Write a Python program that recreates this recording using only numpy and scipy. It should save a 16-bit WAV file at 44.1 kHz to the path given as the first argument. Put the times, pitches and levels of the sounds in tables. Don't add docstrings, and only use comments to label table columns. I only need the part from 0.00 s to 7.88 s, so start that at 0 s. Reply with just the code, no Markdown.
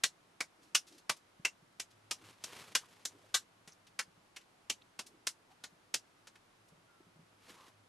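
import sys
import numpy as np
from scipy import signal
from scipy.fft import rfft, irfft, next_fast_len
from scipy.io import wavfile
from scipy.ndimage import uniform_filter1d

SR = 44100
rng = np.random.default_rng(int(sys.argv[2]) if len(sys.argv) > 2 else 0)


def bounce(signal):
    frames = np.transpose(np.atleast_2d(signal))
    limited = np.clip(frames, -1, 1)
    pcm = np.round(limited * 32767).astype(np.int16)
    wavfile.write(sys.argv[1], SR, pcm)


N = 347508
TIME = np.arange(N) / SR
SHORT = TIME[:SR // 5]
# frequency_hz, side_db
TENT_WIDTH = [(150, -22), (500, -18.5), (1400, -21), (4500, -16.5), (8500, -12.5), (12000, -12)]


def slaps(lead_s=.003, squeeze_s=.0009, burst_s=.0005, usual_pocket_hz=2696):
    # start_s, strength_db, cupping_db, thud_db, palm_hz, middle_hz, seal_q, splatter_s
    blows = [(0.0374, -26, 1, -47, 1810, 3750, 3.5, 0.00077),
             (.4063, -37, 1.5, -45.5, 1390, 2230, 21, 0.00077),
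             (0.7491, -27.5, -1.5, -52, 1380, 2780, 10.5, 0.0029),
             (1.0961, -30, 2.5, -41.5, 1190, 2430, 2, .001),
             (1.4508, -30, 4.5, -46, 2170, 2745, 16, 0.00052),
             (1.799, -40.5, -0.5, -53.5, 1770, 2800, 2.2, 0.00043),
             (2.1112, -37, -1.5, -49, 1210, 2650, 2.9, 0.0011),
             (2.4396, -44, -2.5, -53, 1410, 2900, 2.1, 0.0012),
             (2.752, -28, 0, -45, 1360, 2780, 3.2, 0.0022),
             (3.053, -39.5, -3.5, -53.5, 1780, 3650, 3.6, .0005),
             (3.343, -28, -0.5, -48, 1465, 3700, 5.9, .0055), (3.676, -54, 2, -60, 1940, 3200, 1.6, 0.0059),
             (3.9914, -34, 2.5, -52, 1450, 2330, 3.2, .0019),
             (4.366, -49.5, 6, -63, 2300, 2970, 3.5, 0.0023),
             (4.6993, -33, 1.5, -46.5, 2450, 3020, 6.3, 0.00073),
             (4.9921, -42, .5, -51, 1190, 2620, 2.7, .0007), (5.27, -34, -1, -49, 1420, 2650, 1.7, 0.001),
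             (5.639, -46, 1.5, -57.5, 1600, 3800, 3.6, 0.0019),
             (5.942, -33, -1.5, -45.5, 1650, 2700, 2.7, 0.00027),
             (6.2715, -55, 2, -64.5, 1507, 3240, 2, 0.0021)]
    out, t = np.zeros((2, N)), SHORT - lead_s
    for start_s, strength_db, cupping_db, thud_db, palm_hz, middle_hz, seal_q, splatter_s in blows:
        squeeze = from_db(-15) * np.exp(-abs(t) / squeeze_s)
        splatter = from_db(-11) * np.exp(-abs(t) / (2 * splatter_s))
        smack = np.exp(-abs(t) / burst_s) + splatter
        film = np.where(t < 0, squeeze, smack) * crackle(t, grain_db=2.5)
        burst = tent(whiten(film, width_hz=350))
        push = band(burst, 115, 470, order=1)
        knock = from_db(-5) * resonance(burst, hz=520, q=1)
        thud = at_level(push + knock, thud_db)
        palm = at_level(resonance(burst, palm_hz, q=2.7), strength_db - 4 + cupping_db)
        spray = at_level(band(burst, 6500, 10800), strength_db - 2 - cupping_db)
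        pop_db = strength_db - 1.5 + 1.15 * np.log2(seal_q)
        middle = at_level(resonance(burst, middle_hz, seal_q), pop_db)
        finger_hz = 5400 * (middle_hz / usual_pocket_hz) ** .53
        fingers = at_level(resonance(burst, finger_hz, q=3.3), strength_db + .5 - cupping_db)
        add(out, start_s - lead_s, thud - palm + middle - fingers + spray)
    return signal.sosfilt(signal.butter(2, 85, "high", fs=SR, output="sos"), out + 1e-18)


def squelches():
    # start_s, level_db, centre_hz, length_s
    touches = [(0.612, -62.5, 4450, 0.066), (0.868, -56, 4440, 0.025), (0.898, -58, 4050, .076),
               (0.978, -58.5, 4370, 0.013), (1.166, -60, 5320, 0.0074), (1.801, -60, 7120, 0.0024),
               (1.904, -64.5, 4340, 0.018), (2.886, -68, 6030, 0.019), (3.733, -68, 5540, .002),
               (3.869, -60.5, 3020, 0.008), (4.363, -49, 3300, .006), (4.412, -65, 2940, 0.0095),
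               (5.0635, -53.5, 5500, 0.0093), (5.508, -67, 2870, 0.016), (6.357, -58.5, 1600, 0.0028),
               (6.682, -67.5, 5980, 0.0073)]
    out = np.zeros((2, N))
    for start_s, level_db, centre_hz, length_s in touches:
        envelope = SHORT / length_s * np.exp(-3 * SHORT / length_s)
        clicks = tent(envelope * crackle(SHORT, grain_db=9.5))
        add(out, start_s - .002, at_level(resonance(clicks, centre_hz, q=1), level_db))
    return low_pass(out + 1e-18, hz=12400)


def tent(x, tail_db=-.5, build_up_s=.0028):
    # delay_s, gain_db
    echoes = [(.0026, -2.5), (.0034, -1), (.0045, -5)]
    # low_hz, high_hz, t60_s
    decays = [(79.4, 1400, 0.088), (1004, 4000, 0.074), (3514, 13000, 0.1)]
    early = np.zeros(len(SHORT))
    early[0] = 1
    for delay_s, gain_db in echoes:
        stretch = 1 + .08 * rng.standard_normal()
        early[int(abs(delay_s * stretch) * SR)] += from_db(gain_db)
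    tails = sum(band(rng.standard_normal((2, len(SHORT))), low_hz, high_hz) * from_db(-60 * SHORT / t60_s)
                for low_hz, high_hz, t60_s in decays)
    build_up = np.clip(SHORT / build_up_s - .5, 0, 1)
    mid_tail, side_tail = (from_db(tail_db) * energy_one(build_up * tail) for tail in tails)
    mid, side = (signal.fftconvolve(x, echo)[:len(SHORT)] for echo in (early + mid_tail, side_tail))
    return stereo(energy_one(whiten(mid, width_hz=540)), energy_one(side), TENT_WIDTH)


def sack(catch_db=3.5):
    # frequency_hz, density_db
    spectrum = [(47, -38.5), (80, -15), (108, -6), (333, -8), (524, -5.5), (572, -11.5), (1050, -6.5),
                (1420, -9), (3150, -10), (12300, -21.5), (14000, -55.5)]
    # time_s, level_db
    pulls = [
        [(2.1, -75.5), (2.27, -59), (2.38, -74)],
        [(2.38, -68), (2.54, -57.5), (2.6, -48.5), (2.67, -59.5), (2.74, -65.5), (2.94, -68), (3.3, -70),
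         (3.46, -80)],
        [(7.38, -76), (7.48, -65), (7.505, -53), (7.54, -61.5), (7.62, -63), (7.68, -65), (7.75, -84)],
    ]
    mid, side = (rms_one(tint(crackle(TIME, grain_db=4), spectrum)) for _ in range(2))
    curves_db = [np.interp(TIME, *np.transpose(pull), left=-np.inf, right=-np.inf) for pull in pulls]
    level_db = np.max(curves_db, axis=0) + catch_db * drift(rate_hz=90)
    return from_db(level_db) * stereo(mid, side, TENT_WIDTH)


def rubs():
    # middle_s, level_db, half_length_s
    contacts = [(0.637, -72, 0.064), (0.944, -66, .065), (2.23, -65.5, 0.038), (3.17, -66.5, 0.055),
                (5.113, -68.5, 0.11), (7.009, -53.5, 0.0042)]
    # middle_s, level_db, pitch_hz, half_length_s
    slips = [(2.838, -55.5, 1090, .009), (3.25, -63, 550, 0.009), (3.726, -60, 5570, 0.0076),
             (4.821, -59, 3320, 0.0038), (5.521, -65, 820, 0.016), (7.617, -62, 1074, 0.059)]
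    hollow = sum(friction(s, db, half_s, hz=312.3, q=4) for s, db, half_s in contacts)
    squeaks = sum(friction(s, db, half_s, hz, q=6.5) for s, db, hz, half_s in slips)
    return hollow + squeaks


def friction(middle_s, level_db, half_length_s, hz, q):
    force = crackle(TIME, grain_db=6)
    vibration = rms_one(resonance(resonance(force, hz, q / 2), hz, q / 2))
    swell = np.exp(-((TIME - middle_s) / half_length_s) ** 2)
    return from_db(level_db) * swell * vibration


def bumps(pitch_hz=167.7, onset_s=.0023):
    # start_s, level_db, t60_s
    knocks = [(1.396, -46, .042), (1.623, -57.5, .076), (3.674, -53.5, 0.07), (4.08, -51, 0.053),
              (4.174, -58, 0.079), (5.721, -56.5, 0.096), (6.722, -49.5, 0.051), (6.776, -57, 0.062),
              (7.066, -56, 0.085), (7.159, -58, 0.18), (7.191, -54.5, 0.18)]
    out = np.zeros(N)
    tone = np.sin(2 * np.pi * pitch_hz * SHORT)
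    onset = 1 - np.exp(-SHORT / onset_s)
    for start_s, level_db, t60_s in knocks:
        roughness = .37 * rms_one(band(rng.standard_normal(len(SHORT)), pitch_hz / 2, pitch_hz * 2))
        decay = from_db(level_db - 60 * SHORT / t60_s)
        add(out, start_s, decay * onset * (tone + roughness))
    return out


def whistle(start_s=6.87, length_s=.22, start_hz=1430, end_hz=1270, level_db=-73):
    progress = np.clip((TIME - start_s) / length_s, 0, 1)
    pitch_hz = start_hz + (end_hz - start_hz) * progress + 6 * drift(rate_hz=70)
    envelope = np.minimum(10 * progress, 1) * np.sqrt(1 - progress)
    return from_db(level_db) * np.sqrt(2) * envelope * np.sin(2 * np.pi * np.cumsum(pitch_hz) / SR)


def background(air_db=-69, drone_hz=106):
    # frequency_hz, density_db
    spectrum = [(15, -23.5), (25, -8.5), (80, -9.5), (101, -2), (134, -5), (165, -1.5), (243, -4),
                (314, -2.5), (429, -6), (756, -6), (1110, -6.5), (1440, -8), (1640, -10.5), (12000, -24.5),
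                (15600, -58), (22000, -120)]
    # frequency_hz, side_db
    width = [(60, -12.5), (150, -12.5), (380, -2), (950, -1), (2400, 0), (6000, -3.5), (12000, -4)]
    # time_s, level_db
    swell = [(0, -103), (1.8, -86), (2.0, -70.5), (2.6, -77.5), (3.1, -78.5), (4.6, -88.5), (5.5, -84),
             (7.4, -80), (7.88, -74)]
    mid, side = (rms_one(tint(rng.standard_normal(N), spectrum)) for _ in range(2))
    air = low_pass(stereo(mid, side, width), hz=12100)
    drone = rms_one(band(rng.standard_normal(N), drone_hz - 5, drone_hz + 5))
    drone_db = np.interp(TIME, *np.transpose(swell))
    return from_db(air_db + .24 * drift(rate_hz=15)) * air + from_db(drone_db) * drone


def from_db(db):
    return 10 ** (np.asarray(db) / 20)


def rms_one(x):
    return x / np.sqrt(np.mean(x ** 2) + 1e-20)


def energy_one(x):
    return x / np.sqrt(np.sum(x ** 2) + 1e-20)


def at_level(x, db):
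    return from_db(db) * np.sqrt(2 * SR / 100) * energy_one(x)


def add(out, start_s, sound):
    start = max(round(start_s * SR), 0)
    out[..., start:start + sound.shape[-1]] += sound[..., :N - start]


def band(x, low_hz, high_hz, order=2):
    sos = signal.butter(order, [low_hz, min(high_hz, .45 * SR)], "band", fs=SR, output="sos")
    return signal.sosfilt(sos, x + 1e-18)


def low_pass(x, hz):
    return signal.sosfilt(signal.ellip(8, .5, 60, min(hz, .45 * SR), fs=SR, output="sos"), x)


def resonance(x, hz, q):
    return signal.lfilter(*signal.iirpeak(min(hz, .4 * SR), max(q, .6), fs=SR), x + 1e-18)


def drift(rate_hz):
    return np.interp(TIME * rate_hz, np.arange(4000), rng.standard_normal(4000))


def crackle(t, grain_db):
    return rng.standard_normal(len(t)) * from_db(grain_db * np.minimum(rng.exponential(1, len(t)), 5))


def whiten(x, width_hz):
    spectrum = rfft(x, 2 * len(x))
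    bins = max(int(width_hz * 2 * len(x) / SR), 1)
    power = uniform_filter1d(abs(spectrum) ** 2, size=bins)
    return irfft(spectrum / np.sqrt(np.abs(power) + 1e-20))[:len(x)]


def tint(x, spectrum):
    hz, db = np.transpose(spectrum)
    size = next_fast_len(len(x) + len(SHORT))
    log_hz = np.log(np.maximum(np.fft.rfftfreq(size, 1 / SR), 1))
    gain = from_db(np.interp(log_hz, np.log(hz), db))
    return irfft(rfft(x, size) * gain, size)[:len(x)]


def stereo(mid, side, width):
    return mid + tint(side, width) * np.array([[1], [-1]])


def scene():
    hands = (slaps() + squelches()) * from_db([[.25], [-.25]])
    return hands + sack() + rubs() + bumps() + whistle() + background()


def record(dry, cutoff_hz=14600):
    return signal.sosfilt(signal.ellip(10, .2, 70, cutoff_hz, fs=SR, output="sos"), dry)


dry = scene()
out = record(dry)
bounce(out)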